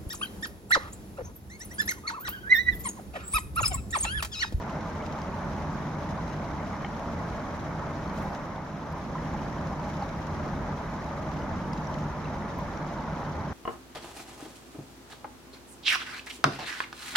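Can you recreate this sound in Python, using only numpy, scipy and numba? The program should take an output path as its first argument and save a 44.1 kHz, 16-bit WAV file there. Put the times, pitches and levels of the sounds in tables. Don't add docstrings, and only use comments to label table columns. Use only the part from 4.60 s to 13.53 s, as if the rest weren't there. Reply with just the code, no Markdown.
import sys
import numpy as np
from scipy import signal
from scipy.fft import rfft, irfft, next_fast_len
from scipy.io import wavfile
from numba import njit

SR = 44100
rng = np.random.default_rng(int(sys.argv[2]) if len(sys.argv) > 2 else 0)


def materialize(psi):
    bounded = np.clip(np.atleast_2d(psi).T, -1, 1)
    quanta = np.round(bounded * 32767).astype(np.int16)
    wavfile.write(sys.argv[1], SR, quanta)


def rack_gain(trim_db):
    fader = np.asarray(trim_db, float)
    return 10 ** (fader / 20)


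N = 393813

# (frequency [Hz], left minus right [dB])
STEREO_LEAN = [(30, -2), (70, 1.2), (150, -.5), (330, -2), (700, -1.0), (1400, -.5), (2800, 1.5),
               (5600, -0.7), (9500, 3.5), (14000, -3.5)]
# (time [s], peak level [dB], pitch [Hz], left minus right [dB], burst over the hiss [dB])
DRIPS = [(0.0952, -40, 2810, 1, -6), (0.4219, -43.5, 2930, 2.5, 4), (0.4628, -49, 4760, 1.5, 9),
         (0.5237, -43.5, 4270, 0, 11), (0.6165, -39.5, 4870, 2, 8), (1.6786, -40.5, 3960, 0, 3),
         (2.165, -45.5, 5280, 2.5, 4), (2.2463, -31.5, 3070, 4, -6), (2.394, -46.5, 3000, 2, 6),
         (2.6993, -46.5, 4010, 1, 3), (3.496, -44.5, 4260, -.5, 4), (3.7479, -42.5, 3430, 1.5, 6),
         (3.9594, -45, 3440, 1, -6), (4.9821, -42.5, 2990, 2, -6), (5.1961, -45.5, 2930, .5, 8),
         (5.4226, -38, 4440, 0, -6), (5.4904, -43.5, 3860, -2, 5), (5.668, -45.5, 2610, 1.5, 10),
         (6.8194, -38.5, 2910, 4, -6), (7.1322, -36, 4860, 6, 6), (7.2704, -37, 5670, 6, 3),
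         (7.3402, -40, 4150, -.5, 10), (7.6435, -39, 3940, .5, 3), (8.1733, -42, 5750, 1.5, 2)]


def rms_one(x):
    return x / np.sqrt(np.mean(x ** 2) + 1e-20)


def at_hz(points, hz):
    table_hz, value = np.array(points).T
    return np.interp(np.log(hz), np.log(table_hz), value)


def drift(rate):
    r = np.exp(-80 * np.pi * rate / SR)
    noise = rng.standard_normal(N // 40 + 2002)
    slow = signal.lfilter([1], [1, -2 * r, r * r], noise)[2000:]
    return np.interp(np.arange(N) / 40, np.arange(len(slow)), rms_one(slow))


def wide_noise(spectrum, shared_db, own_db, rate, count):
    # (frequency [Hz], left-right likeness [0 to 1])
    port_likeness = [(60, 0.99), (110, 0.99), (200, 0.99), (380, 0.9), (700, 0.89), (1290, 0.71),
                     (2380, 0.25), (4400, 0.4), (8120, 0.04), (15000, 0.02)]
    rumble_likeness = (32, 0.42)
    left_lag_s = -0.000026
    size = next_fast_len(N)
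    hz = np.maximum(np.arange(size // 2 + 1) * SR / size, 1)
    low, high = spectrum[0][0], spectrum[-1][0]
    octaves_outside = np.maximum(np.log2(low / hz), 0) + np.maximum(np.log2(hz / high), 0)
    colour = rack_gain(at_hz(spectrum, hz) - 53 * octaves_outside)
    common, apart = rfft(rng.standard_normal((2, size))) * colour

    alike = np.clip(at_hz([rumble_likeness] + list(port_likeness), hz), 0, 1)
    middle, sides = np.sqrt(1 + alike) * common, np.sqrt(1 - alike) * apart
    lean = rack_gain(at_hz(STEREO_LEAN, hz) / 2)
    left = (middle + sides) * lean * np.exp(-2j * np.pi * hz * left_lag_s)
    right = (middle - sides) / lean

    place = np.clip(np.log(hz / low) / np.log(high / low), 0, 1) * (count - 1)
    out, together = 0, drift(rate)
    for k in range(count):
        share = np.maximum(1 - np.abs(place - k), 0)
        flicker = rack_gain(shared_db * together + own_db * drift(rate))
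        out = out + flicker * irfft(np.array([left, right]) * share, size)[:, :N]
    return rms_one(out)


@njit
def add(out, start, gain, hz, t60, rise, onset, sr):
    for k in range(len(hz)):
        fall = np.log(1000) / (t60[k] * sr)
        for side in range(2):
            phase = 0.
            for i in range(min(int(t60[k] * sr), out.shape[1] - start[k, side])):
                phase += 2 * np.pi * hz[k] * (1 + rise[k] * i * fall) / sr
                swell = 1 - np.exp(-(i * hz[k] / sr / onset) ** 2)
                out[side, start[k, side] + i] += gain[k, side] * swell * np.exp(-fall * i) * np.sin(phase)


def bubbles(s, level_db, hz, t60, pan_db, rise, spread_s):
    lag = rng.normal(0, 1, len(s)) * spread_s
    start = np.clip(np.stack([s + lag / 2, s - lag / 2], 1) * SR, 0, N - 1).astype(np.int64)
    gain = rack_gain(level_db[:, None] + pan_db[:, None] * [.5, -.5])
    climb = np.full(len(s), max(rise, 0.))
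    out = np.zeros((2, N))
    add(out, start, gain, np.minimum(hz, .35 * SR), np.clip(t60, .001, .3), climb, 2.6, float(SR))
    return out


def swarm(count, low_hz, high_hz, cycles, size_db, rise):
    pitch, size, when, side = rng.random((count, 4)).T
    hz = low_hz * (high_hz / low_hz) ** pitch
    level_db = size_db * np.minimum(-np.log(size + 1e-9), 2.5)
    return rms_one(bubbles(when * N / SR, level_db, hz, cycles / hz, 6 * side - 2, rise, .0001))


def single(s, level_db, hz, pan_db, longer, rise):
    t60 = longer * .047 * (hz / 1000) ** -0.79
    return bubbles(s, level_db, hz, t60, pan_db, rise, 0.)


def riffle(level_db):
    # (frequency [Hz], density [dB per Hz])
    rush_spectrum = [(250, -33), (420, -3.5), (477, -4.5), (600, 0.5), (738, -2.5), (858, 1), (1460, -8),
                     (2240, -16.5), (2800, -30.5), (3640, -53), (6160, -120)]
    rush = wide_noise(rush_spectrum, shared_db=.5, own_db=0.76, rate=10.5, count=6)
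    deep = swarm(count=300, low_hz=547, high_hz=673, cycles=54.0, size_db=5.5, rise=0.012)
    gurgle = swarm(count=800, low_hz=780, high_hz=1299, cycles=52.0, size_db=4., rise=0.016)
    trickle = swarm(count=1200, low_hz=1300, high_hz=2260, cycles=64.0, size_db=3.5, rise=0.022)
    mix = rush + rack_gain(-13.0) * deep + rack_gain(-10.5) * gurgle + rack_gain(-17) * trickle
    return rack_gain(level_db) * mix


def boom(level_db):
    # (frequency [Hz], density [dB per Hz])
    hollow_spectrum = [(12, -40), (22, -13.5), (55, -4), (68, -6.5), (86, -1.5), (112, -9.5), (130, -7),
                       (148, 1.5), (176, -3.5), (215, -4), (260, -8.5), (320, -10), (372, -14.5),
                       (480, -25.5), (620, -24.5)]
    return rack_gain(level_db) * wide_noise(hollow_spectrum, shared_db=0.24, own_db=0.0, rate=2.5, count=5)


def lone_bubbles():
    # (time [s], peak level [dB], pitch [Hz])
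    glugs = [(0.101, -29.5, 1010), (0.3072, -37, 1540), (0.475, -27, 866), (0.733, -25, 916),
             (1.1463, -31, 1540), (1.9974, -33, 2000), (2.2445, -24.5, 796), (2.246, -31, 1830),
             (2.399, -28, 616), (2.6534, -34, 1500), (3.484, -25, 980), (3.649, -29, 814),
             (3.975, -30, 834), (4.5522, -33, 1310), (4.553, -23, 987), (4.5815, -35, 1850),
             (4.742, -27, 826), (4.9811, -35, 1620), (5.421, -19.5, 800), (5.6715, -36, 1520),
             (6.341, -30, 920), (6.885, -27.5, 848), (7.298, -23, 940), (7.986, -25.5, 1010),
             (8.472, -23.5, 1000), (8.782, -24.5, 830)]
    # (time [s], peak level [dB], pitch [Hz], left minus right [dB])
    ticks = [(0.2109, -60, 10000, 2), (0.4633, -55, 8750, 3), (0.614, -56, 8040, 1),
             (0.8086, -54.5, 9570, 1.5), (0.847, -58, 8880, 1), (1.8332, -59, 8510, 1),
             (2.7003, -58, 8260, 2), (3.5369, -56, 11100, 1), (3.578, -46, 7000, 1),
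             (4.3826, -57, 12300, 2), (4.636, -57, 8600, -1), (7.486, -50, 6700, 2),
             (4.3246, -52, 11200, 4.5), (4.3824, -54, 9930, 2), (4.8798, -58, 8210, 2),
             (6.4607, -53, 10000, 4.5), (7.08, -53, 10800, 6), (7.1327, -50, 8580, 7),
             (7.862, -60, 11000, 3), (7.9862, -47, 13000, -14), (8.7655, -60, 9700, 1.5)]
    # (time [s], peak level [dB], pitch [Hz], left minus right [dB])
    bounces = [(.4642, -46, 7250, 2.5), (.6176, -44, 5850, 2.5), (2.2462, -26, 2140, 1.5),
               (2.2625, -39, 2940, 2.5), (2.2632, -39, 2210, 1.5), (3.4765, -43, 4300, .5),
               (4.3012, -49, 6050, 1.5), (5.4906, -47, 6750, .5), (6.4432, -45, 6450, 3.5),
               (7.0434, -42.5, 2940, 1.5), (7.1327, -40, 5500, 4.5), (7.1756, -45, 4070, 1),
               (7.6545, -36, 2660, 5), (7.9864, -43, 15250, -12.5), (7.9866, -54, 10600, -10.5),
               (8.3852, -43, 3910, 1.5)]
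    s, level_db, hz = np.transpose(glugs)
    out = single(s, level_db, hz, at_hz(STEREO_LEAN, hz), longer=1.04, rise=0.024)
    out = out + single(*np.transpose(DRIPS)[:4], longer=.95, rise=.012)
    out = out + single(*np.transpose(ticks), longer=1.0, rise=.01)
    return out + single(*np.transpose(bounces), longer=.9, rise=0.013)


def spits():
    # (time [s], burst over the hiss [dB])
    film_breaks = [(0.2074, 3), (1.0206, 3), (1.4885, 2), (2.2194, 4), (4.672, 3), (5.0709, 3), (5.3687, 5),
                   (5.7443, 5), (6.4423, 4), (7.1761, 5), (7.3846, 7)]
    bursts = [(row[0], row[-1]) for row in list(DRIPS) + list(film_breaks)]
    s, level_db = np.transpose(bursts)
    kicks = np.zeros(N)
    kicks[(s * SR).astype(int)] = rack_gain(level_db)
    dying = signal.lfilter([1], [1, -np.exp(-1 / (0.003 * SR))], kicks + 1e-18)
    soft = np.exp(-1 / (0.00062 * SR))
    return signal.lfilter([1 - soft], [1, -soft], dying)


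def spray(level_db):
    # (frequency [Hz], density [dB per Hz])
    spray_spectrum = [(1470, -15), (2500, -1), (2790, -4.5), (3070, -2.5), (3570, -5.5), (3930, -4),
                      (4450, -8.5), (5810, -5), (6920, -11), (7800, -21), (10100, -50), (17200, -120)]
    # (frequency [Hz], density [dB per Hz])
    thin_hiss_spectrum = [(6500, -9), (7800, -3), (9500, 1.5), (11500, 0), (13500, -2), (15800, -5)]
    bursts, surge_db = spits(), .9 * drift(35.)
    hiss = wide_noise(spray_spectrum, shared_db=0.2, own_db=0.74, rate=31.0, count=5) * (1 + bursts)
    thin_hiss = wide_noise(thin_hiss_spectrum, shared_db=0.3, own_db=0.7, rate=30., count=3) * (1 + .55 * bursts)
    fizz = swarm(count=2500, low_hz=2607, high_hz=6870, cycles=50., size_db=4.0, rise=0.033)
    crackle = swarm(count=700, low_hz=3000, high_hz=6000, cycles=6., size_db=7.0, rise=.01)
    mist = swarm(count=900, low_hz=7500, high_hz=12000, cycles=70., size_db=3.5, rise=.01)
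    mix = hiss + rack_gain(-15.5) * thin_hiss + rack_gain(-8.0) * fizz + rack_gain(-21) * crackle + rack_gain(-26.5) * mist
    return rack_gain(level_db + surge_db) * mix


def splash(splash_s):
    peak_db, rise_db, rise_s, dies_db_per_s = -60.5, 5, .065, 85
    t = np.arange(N) / SR - splash_s
    level_db = peak_db + np.where(t < 0, rise_db * t / rise_s, -dies_db_per_s * t)
    high_pass = signal.butter(2, 5000, "high", fs=SR, output="sos")
    bright = signal.sosfilt(high_pass, rng.standard_normal((2, N)))
    return rack_gain(level_db + 1.5 * drift(40.)) * (t > -rise_s) * rms_one(bright)


def flow_db(splash_s):
    lift_db, lift_s = 1.5, 0.15
    sag_s, sag_db, fall_s, recover_s = 4.01, 3.5, 0.26, 0.69
    t = np.arange(N) / SR
    lift = lift_db * np.maximum(1 - np.abs(t - splash_s) / lift_s, 0)
    sag = np.interp(t, [sag_s - fall_s, sag_s, sag_s + recover_s], [0, sag_db, 0])
    return lift - sag


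def scene():
    # (time [s], level about the steady flow [dB])
    surges = [(0, -0.5), (.35, -1.5), (.8, 0), (1.3, 0.5), (1.9, 0), (2.4, -1), (3.1, 0), (3.65, -0.5),
              (3.8, -1.5), (4.7, 1), (5.5, -1), (5.95, 2), (6.3, -1), (6.8, .5), (7.3, 1), (7.7, 0),
              (8.2, -1), (8.6, 0)]
    splash_s = 3.6
    flow = flow_db(splash_s)
    churn = np.interp(np.arange(N) / SR, *np.transpose(surges))
    out = riffle(-38.0 + 0.95 * flow - 0.078 * churn)
    out = out + boom(-34.5 + flow + churn)
    out = out + lone_bubbles()
    out = out + spray(-55.5 + 0.91 * flow)
    return out + splash(splash_s)


def band_limit(x):
    return signal.sosfilt(signal.butter(12, 15765, fs=SR, output="sos"), x)


def record(dry):
    low_pass = signal.ellip(10, .3, 50, 15765, fs=SR, output="sos")
    mix = signal.sosfilt(low_pass, dry)
    return band_limit(mix)


dry = scene()
out = record(dry)
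materialize(out)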